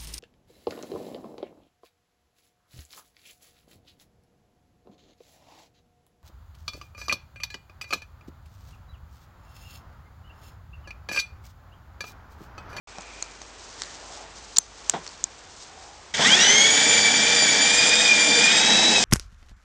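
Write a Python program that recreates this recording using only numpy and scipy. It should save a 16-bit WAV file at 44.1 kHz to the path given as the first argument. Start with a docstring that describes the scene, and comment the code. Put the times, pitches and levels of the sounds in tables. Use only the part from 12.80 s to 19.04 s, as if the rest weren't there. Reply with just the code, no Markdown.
"""Electric grape crusher on a lawn

In quiet outdoor air, clothes swish, a few sharp ticks sound close by and there is a hollow knock.
Then the motor is switched on and whines up to speed. Its gears grind, its brushes hiss, the chain
rattles the steel hopper, and the speed wavers as the rollers take the grapes.
It is all heard through a small hand-held camera."""
import sys
import numpy as np
from scipy.fft import rfft, irfft, next_fast_len
from scipy.io import wavfile
from scipy.ndimage import map_coordinates

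SR = 44100
rng = np.random.default_rng(int(sys.argv[2]) if len(sys.argv) > 2 else 0)


def transcribe(signal):
    """Save signal, clipped to [-1, 1], as a 16-bit WAV file at the path in sys.argv[1]."""
    frames = np.atleast_2d(signal).T
    limited = np.clip(frames, -1, 1)
    pcm = np.round(limited * 32767).astype(np.int16)
    wavfile.write(sys.argv[1], SR, pcm)


N = 275184
TEETH = 6  # on the motor's small gear

# How fast the grapes let the motor run, in gear teeth a second: time_s, tooth_hz
MOTOR_SPEED = [(3.46, 1180), (3.63, 1185), (3.69, 1159), (4.02, 1177), (4.09, 1187), (4.27, 1163),
               (4.61, 1182), (4.67, 1145), (4.82, 1164), (4.98, 1220), (5.08, 1210), (5.23, 1236),
               (5.34, 1197), (5.46, 1185), (5.6, 1191), (5.91, 1296), (6.15, 1304), (6.22, 1251)]


def crusher():
    """The motor climbs to its running speed, working hardest when it is halfway there."""
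    switch_on_s, spin_start_s, spin_up_s = 3.338, 3.327, 0.1773
    running_hz, = curves(MOTOR_SPEED)
    spun_up = 1 - np.exp(-np.maximum(clock() - spin_start_s, 0) / spin_up_s)  # from 0 to 1
    tooth_hz = running_hz * spun_up * (1 + 0.0015 * wobble(30))
    turns = np.cumsum(tooth_hz / TEETH) / SR
    work = 4 * spun_up * (1 - spun_up)
    octaves = np.log2(running_hz / np.median(running_hz))  # above the usual running speed
    age = np.maximum(clock() - switch_on_s, 0)
    slack_db = -6.5 * np.exp(-(age / 0.087) ** 4)  # quieter until the drive pulls tight
    scrape = 1 + 0.16 * np.cos(2 * np.pi * TEETH * turns)  # once for every tooth
    clatter = gear_grind(scrape, work, octaves) + brush_hiss(scrape, work, octaves) + hopper_rattle()
    emerge_db = -17 * np.exp(-(age / 0.091) ** 6)  # the whine rises out of the clatter
    tones = amp(emerge_db) * whine(turns, tooth_hz, work) + gear_growl(turns, spun_up, work)
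    powered = np.clip(age / 0.0015, 0, 1)
    return powered * (tones + amp(slack_db) * clatter)


# Tones of the small gear, the fan and the motor's spinning contacts:
# times_tooth_rate, level_db, full_work_change_db, slip_rad, flutter_db
WHINE_TONES = [(2, -1, 0, .5, 2.0), (3, -.5, -2, .67, 2.5), (4, -2.5, -2, .7, 3), (6, -2.5, 2.5, 0.46, 3)]
# How well the housing gives off each pitch: pitch_hz, gain_db
HOUSING_RESPONSE = [(900, -48), (1450, -35), (1950, -29.5), (2170, -23.5), (2300, -30), (2420, -23),
                    (2530, -33.5), (2610, -32.5), (2800, -24.5), (3300, -22), (3480, -31.5), (3720, -30),
                    (3910, -23), (4100, -44.5), (4700, -27.5), (4900, -31), (5150, -34.5), (6000, -20.5),
                    (6600, -22.5), (7050, -26), (7450, -29.5), (7800, -41.5)]
# Moments when one tone swells or sinks: time_s, times_tooth_rate, change_db
WHINE_FLARES = [(3.44, 3, 5.5), (3.48, 3, 5.5), (3.535, 4, 10.5), (4.27, 2, 9), (4.6, 4, 5.5), (4.6, 6, 0),
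                (4.76, 6, -8.5), (5.0, 4, 8.5), (5.2, 3, 5.5), (5.31, 2, 4), (5.34, 6, -17), (5.67, 2, 5.5),
                (5.81, 2, -6), (5.92, 2, -8), (6.07, 2, -6), (6.17, 2, 10.5), (6.23, 3, -11)]


def whine(turns, tooth_hz, work):
    """Tones grow and fade as the speed carries them past the pitches where the housing rings."""
    tones = []
    for multiple, db, work_db, slip, flutter_db in WHINE_TONES:
        flare_db = sum(change_db * swell(s, half_s=0.025)
                       for s, which, change_db in WHINE_FLARES if which == multiple)
        housing_db = along(HOUSING_RESPONSE, multiple * tooth_hz)
        drift_db = 1.3 * wobble(12)
        level_db = db + housing_db + work_db * work + flare_db + drift_db
        tones.append(amp(level_db) * tone(turns, multiple * TEETH, slip, flutter_db))
    # the slow wheel presses on the small gear every 7 shaft turns, so the lowest tone flutters
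    beat = unit(1 + 0.38 * np.cos(2 * np.pi * turns / 7 + 1.52 * wobble(12)))
    return beat * tones[0] + sum(tones[1:])


# Weaker tones of the shaft and gears: times_shaft_speed, level_db, strain_change_db
GROWL_TONES = [(1.088, -50.5, -5), (1.5, -45, -2), (2.41, -40.5, 6), (3.005, -43.5, 1.5), (3.26, -45, 1.5),
               (4.49, -46.5, 5.5), (9.76, -42, 4), (12.275, -35, -1), (16.5, -43, 6.5), (23.77, -38.5, -1),
               (24.4, -41, 3)]


def gear_growl(turns, spun_up, work):
    """The wheels growl louder as they gain speed, and strain while the motor pulls them up."""
    strain = np.sqrt(work)
    growl = np.zeros(N)
    for multiple, db, strain_db in GROWL_TONES:
        level_db = db + strain_db * strain + 2.6 * wobble(7)
        growl += amp(level_db) * tone(turns, multiple, slip=0.71, flutter_db=3.5)
    return spun_up * growl


# Where the motor housing and gear case ring: pitch_hz, width_hz, gain_db
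CASING_RINGS = [(1605, 326, -2.5), (1886, 210, 1.5), (2284, 220, -1.5), (3202, 313, 3), (3555, 580, -0.5)]


def gear_grind(scrape, work, octaves):
    """Scraping teeth make the casing ring, louder with more work or speed."""
    level_db = -23.5 + 2 * work + 1.5 * octaves + 0.71 * wobble(4.9) + wobble(60)
    return amp(level_db) * unit(ringing(scrape * impacts(per_s=7000, spread_db=0.5), CASING_RINGS))


# Tone colour of the motor's hiss: pitch_hz, gain_db
HISS_COLOUR = [(30, -17), (90, -13.5), (170, -5), (900, -5.5), (1200, -7.5), (2700, -7), (4150, -5.5),
               (4700, 1), (5400, 1), (6400, 1), (7100, -2), (7600, -4.5), (8000, -5.5)]


def brush_hiss(scrape, work, octaves):
    """The motor's brushes and cooling air hiss, louder with more work or speed."""
    level_db = -20.5 + 1.5 * work + 8 * octaves + 0.35 * wobble(90)
    return amp(level_db) * unit(coloured(scrape * impacts(per_s=14000, spread_db=2), HISS_COLOUR))


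# Where the steel hopper and the tub ring: pitch_hz, width_hz, gain_db
HOPPER_RINGS = [(219.5, 41, 3), (316, 19, -4), (424, 34, -2.5), (669, 78, 4), (740, 280, 2.5),
                (890, 102, 4)]
# How the rattle rises and falls: time_s, level_db
RATTLE_LEVELS = [(3.35, -45), (3.4, -33), (3.47, -31.5), (3.7, -34.5), (3.95, -37), (4.2, -34), (4.7, -33),
                 (5.0, -38), (5.65, -33), (5.95, -28.5), (6.24, -28.5)]


def hopper_rattle():
    """The chain and rollers shake the hopper, the steel funnel that holds the grapes."""
    level_db = curves(RATTLE_LEVELS)[0] + 0.62 * wobble(25)
    return amp(level_db) * unit(ringing(impacts(per_s=900, spread_db=2), HOPPER_RINGS))


# Blows on the idle machine, then from the drive pulling tight: start_s, casing_db, tub_db, fade_s
BLOWS = [(0.184, -54, -35, 0.053), (1.7854, -37, -34.5, 0.026), (2.137, -35, -24, 0.16),
         (3.341, -20, -47, 0.078), (3.394, -25, -22, 0.14), (3.42, -17, -40, 0.044),
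         (3.445, -16.5, -34, 0.1)]
# Where the plastic tub under the crusher rings: pitch_hz, width_hz, gain_db
TUB_RINGS = [(186, 52, 5), (427, 120, 0.5), (755, 210, 3), (1570, 490, -16)]
# The microphone picks up little deep bass from the knocks: pitch_hz, gain_db
KNOCK_BASS_CUT = [(70, -25), (150, 1)]


def knocks():
    """Each blow thumps the tub, then chatters briefly in it and in the casing."""
    casing_level, tub_level, hits = np.zeros((3, N))
    for s, casing_db, tub_db, fade_s in BLOWS:
        age = np.maximum(clock() - s, 0)
        fade = (1 - np.exp(-age / 0.001)) * amp(-60 * age / fade_s)
        casing_level += amp(casing_db) * fade
        tub_level += amp(tub_db) * fade
        hits[round(s * SR)] = amp(tub_db)
    thump = ringing(hits, TUB_RINGS)
    thump *= hits.max() / np.abs(thump).max()
    hollow = coloured(thump + tub_level * ringing_noise(TUB_RINGS), KNOCK_BASS_CUT)
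    return hollow + casing_level * ringing_noise(CASING_RINGS)


# Sharp ticks close by: start_s, level_db, pitch_hz, rise_s, push_gain_db, grit_gain_db
CLOSE_TICKS = [(.1845, -34, 5800, 0.0005, -10, 2.5), (0.209, -33, 6900, .0007, -12, -1),
               (.2205, -33, 6200, 0.00062, -14, 3), (0.4252, -16.5, 6680, 0.00047, -3, -6),
               (.426, -23.5, 4300, 0.00083, 5, -6), (0.617, -35, 6330, 0.0011, 11.5, 2),
               (1.0198, -16.5, 5700, 0.00036, 5, 2), (1.0355, -27, 4440, 0.00032, -20, -3),
               (1.762, -25, 6840, 0.00066, -25, -6), (1.764, -20, 4080, .0006, -25, -7),
               (1.768, -16, 5800, 0.00074, -25, -1), (1.7709, -8, 5800, 0.00023, -7, -5),
               (1.7844, 4, 7210, 0.00067, -15, -11), (2.0971, 2.5, 7500, 0.00018, -1, -7),
               (2.2655, -30, 5850, 0.00044, 12, -5), (2.276, -30.5, 4370, 0.0012, -20, 1),
               (2.291, -33, 4520, .0008, -20, -6), (2.4407, -4.5, 6660, 0.00034, -33, -13)]
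# Tone colour of the grit in a tick: pitch_hz, gain_db
GRIT_COLOUR = [(200, -19), (1500, -5), (3000, -5.5), (4800, 7.5), (8000, 1)]


def ticks():
    """Tiny hard contacts: a short bright note, some grit and a low push, then one weak bounce."""
    bounce_s, bounce_db = 0.0032, -16.5
    clicks, grit = np.zeros((2, N))
    t = np.arange(SR // 20) / SR
    for s, db, hz, rise_s, push_db, grit_db in CLOSE_TICKS:
        progress = t / rise_s
        burst = amp(db) * progress ** 2 * np.exp(2 - 2 * progress)
        note = burst * np.sin(2 * np.pi * hz * t)
        push = amp(db + push_db) * (1 - 4 * progress) * np.exp(-4 * progress)
        clicks[round(s * SR):][:len(t)] += note + push
        clicks[round((s + bounce_s) * SR):][:len(t)] += amp(bounce_db) * note
        grit[round(s * SR):][:len(t)] += amp(grit_db) * burst
    return clicks + grit * noise(GRIT_COLOUR)


def ping(start_s=1.7848, level_db=-36.5, pitch_hz=6230, fade_s=0.21):
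    """The hardest tick leaves a thin ring."""
    age = np.maximum(clock() - start_s, 0)
    return amp(level_db - 60 * age / fade_s) * np.sin(2 * np.pi * pitch_hz * age)


# Soft swishes of clothing close by: middle_s, half_length_s, level_db
CLOTH_SWISHES = [(0.13, 0.13, -63), (0.387, 0.1, -50), (0.853, 0.081, -47), (1.067, 0.12, -43),
                 (1.343, 0.06, -43), (1.664, 0.13, -46.5), (2.077, 0.082, -44.5), (2.286, 0.2, -48.5),
                 (2.82, 0.05, -44), (3.04, .04, -47.5)]
# Tone colour of the cloth: pitch_hz, gain_db
CLOTH_COLOUR = [(1500, -21), (3000, -5.5), (4500, 0.5), (6300, 1.5), (7300, -1.5), (8000, -4)]


def clothing(steady_db=-50):
    """Cloth rubs in many tiny contacts: a steady rustle with swishes on top."""
    power = amp(steady_db) ** 2 + sum((amp(db) * swell(s, half_s)) ** 2
                                      for s, half_s, db in CLOTH_SWISHES)
    level = np.sqrt(power) * amp(1.6 * wobble(45))
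    return level * unit(coloured(impacts(per_s=10000, spread_db=2), CLOTH_COLOUR))


# How the far-off wash of noise rises and falls: time_s, level_db
WASH_LEVELS = [(.1, -48), (.4, -47.5), (.6, -49.5), (1.1, -47), (1.65, -48.5), (1.85, -53), (2.1, -46.5),
               (2.6, -50.5), (3.3, -51)]
# Tone colour of that wash: pitch_hz, gain_db
WASH_COLOUR = [(60, -37), (120, -11.5), (250, -6.5), (450, -3), (580, -4.5), (750, -2.5), (1150, -4.5),
               (1700, -7.5), (2400, -9.5), (3500, -13), (6000, -24.5)]
# Faint swells far away: middle_s, half_length_s, level_db, pitch_hz, width_hz
FAR_SWELLS = [(.33, 0.18, -52.5, 2400, 130), (1.052, 0.069, -52.5, 1780, 200), (1.336, 0.11, -48, 750, 170),
              (3.064, 0.12, -50, 780, 90)]
# Tone colour of the low rumble: pitch_hz, gain_db
RUMBLE_COLOUR = [(15, -19), (35, -5), (55, -1.5), (75, 3.5), (130, -7), (300, -22)]


def outdoors():
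    """A far-off wash with a few soft swells, a wavering low hum and a rumble."""
    wash_db, = curves(WASH_LEVELS)
    far = amp(wash_db + 0.4 * wobble(10)) * noise(WASH_COLOUR)
    for s, half_s, db, hz, width_hz in FAR_SWELLS:
        far += amp(db) * swell(s, half_s) * ringing_noise([(hz, width_hz, 0)])
    hum_db = np.interp(clock(), [1.7, 2.4], [-54.5, -60]) + 2 * wobble(16)
    hum = amp(hum_db) * np.sin(2 * np.pi * 51 * clock() + 0.7 * wobble(12))
    return far + hum + amp(-56.5) * noise(RUMBLE_COLOUR)


def tone(turns, multiple, slip, flutter_db):
    """A tone at a multiple of the shaft speed; loose gears shake its timing and loudness."""
    phase = 2 * np.pi * multiple * turns + slip * wobble(70)
    return unit(np.sin(phase) * amp(flutter_db * wobble(55)))


def impacts(per_s, spread_db):
    """Tiny contacts of uneven size at random times."""
    hits = rng.random(N) < per_s / SR
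    return unit(hits * rng.standard_normal(N) * amp(spread_db * rng.standard_normal(N)))


def ringing(x, rings):
    """Pass x through a body that rings at the given pitches."""
    return filtered(x, lambda hz: sum(
        (-1) ** k * amp(db) * 1j * hz * width / (pitch ** 2 - hz ** 2 + 1j * hz * width)
        for k, (pitch, width, db) in enumerate(rings)))


def ringing_noise(rings):
    """Noise of strength 1 through a ringing body."""
    return unit(ringing(rng.standard_normal(N), rings))


def noise(colour):
    """Noise of strength 1 with the given tone colour."""
    return unit(coloured(rng.standard_normal(N), colour))


def coloured(x, colour):
    """Shape x with (pitch_hz, gain_db) points."""
    return filtered(x, lambda hz: amp(along(colour, hz)))


def filtered(x, response):
    """Turn each pitch in x up or down by response(hz)."""
    size = next_fast_len(N + SR // 2)
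    return irfft(rfft(x, size) * response(np.fft.rfftfreq(size, 1 / SR)), size)[:N]


def along(points, hz):
    """Read between (pitch_hz, gain_db) points, with octaves evenly spaced."""
    pitches, db = np.transpose(points)
    return np.interp(np.log(hz + 1), np.log(pitches), db)


def curves(rows):
    """One value per sample for each column after the time."""
    times, *columns = np.transpose(rows)
    return [np.interp(clock(), times, column) for column in columns]


def wobble(per_s):
    """A smooth curve through per_s random values a second."""
    return map_coordinates(rng.standard_normal(int(N * per_s / SR) + 4), [np.arange(N) * per_s / SR])


def swell(middle_s, half_s):
    """A bell-shaped rise and fall."""
    return np.exp(-((clock() - middle_s) / half_s) ** 2 / 2)


def amp(db):
    """Decibels to gain."""
    return 10 ** (np.asarray(db) / 20)


def unit(x):
    """Scale to an average strength (rms) of 1."""
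    return x / np.sqrt(np.mean(x ** 2) + 1e-20)


def clock():
    """Time of every sample in seconds."""
    return np.arange(N) / SR


def scene():
    """All sources at one microphone in the open air."""
    return (crusher() + knocks() + ticks() + ping() + clothing() + outdoors())[None]


# The camera cuts the highest treble on the way in: pitch_hz, gain_db
TREBLE_CUT = [(7700, 0.5), (8000, -3.5), (8300, -27), (8700, -90.5)]
# Strength of the treble mirrored above half the camera's sample rate: pitch_hz, gain_db
MIRROR_COLOUR = [(8000, -0.5), (8500, -6.5), (9000, -15.5), (9500, -24), (10000, -43), (10400, -69.5)]


def record(dry):
    """The camera opens after a moment, samples so slowly that treble is mirrored upward, and clips."""
    open_s, sample_hz, top_hz = 0.072, 16000, 10325
    opened = np.clip((clock() - open_s) / 0.0023, 0, 1)
    sound = coloured(dry[0] * opened, TREBLE_CUT)
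    mirror = coloured(2 * sound * np.cos(2 * np.pi * sample_hz * clock()), MIRROR_COLOUR)
    return filtered(np.clip(sound + mirror, -1, 1), lambda hz: hz < top_hz)[None]


dry = scene()
out = record(dry)
transcribe(out)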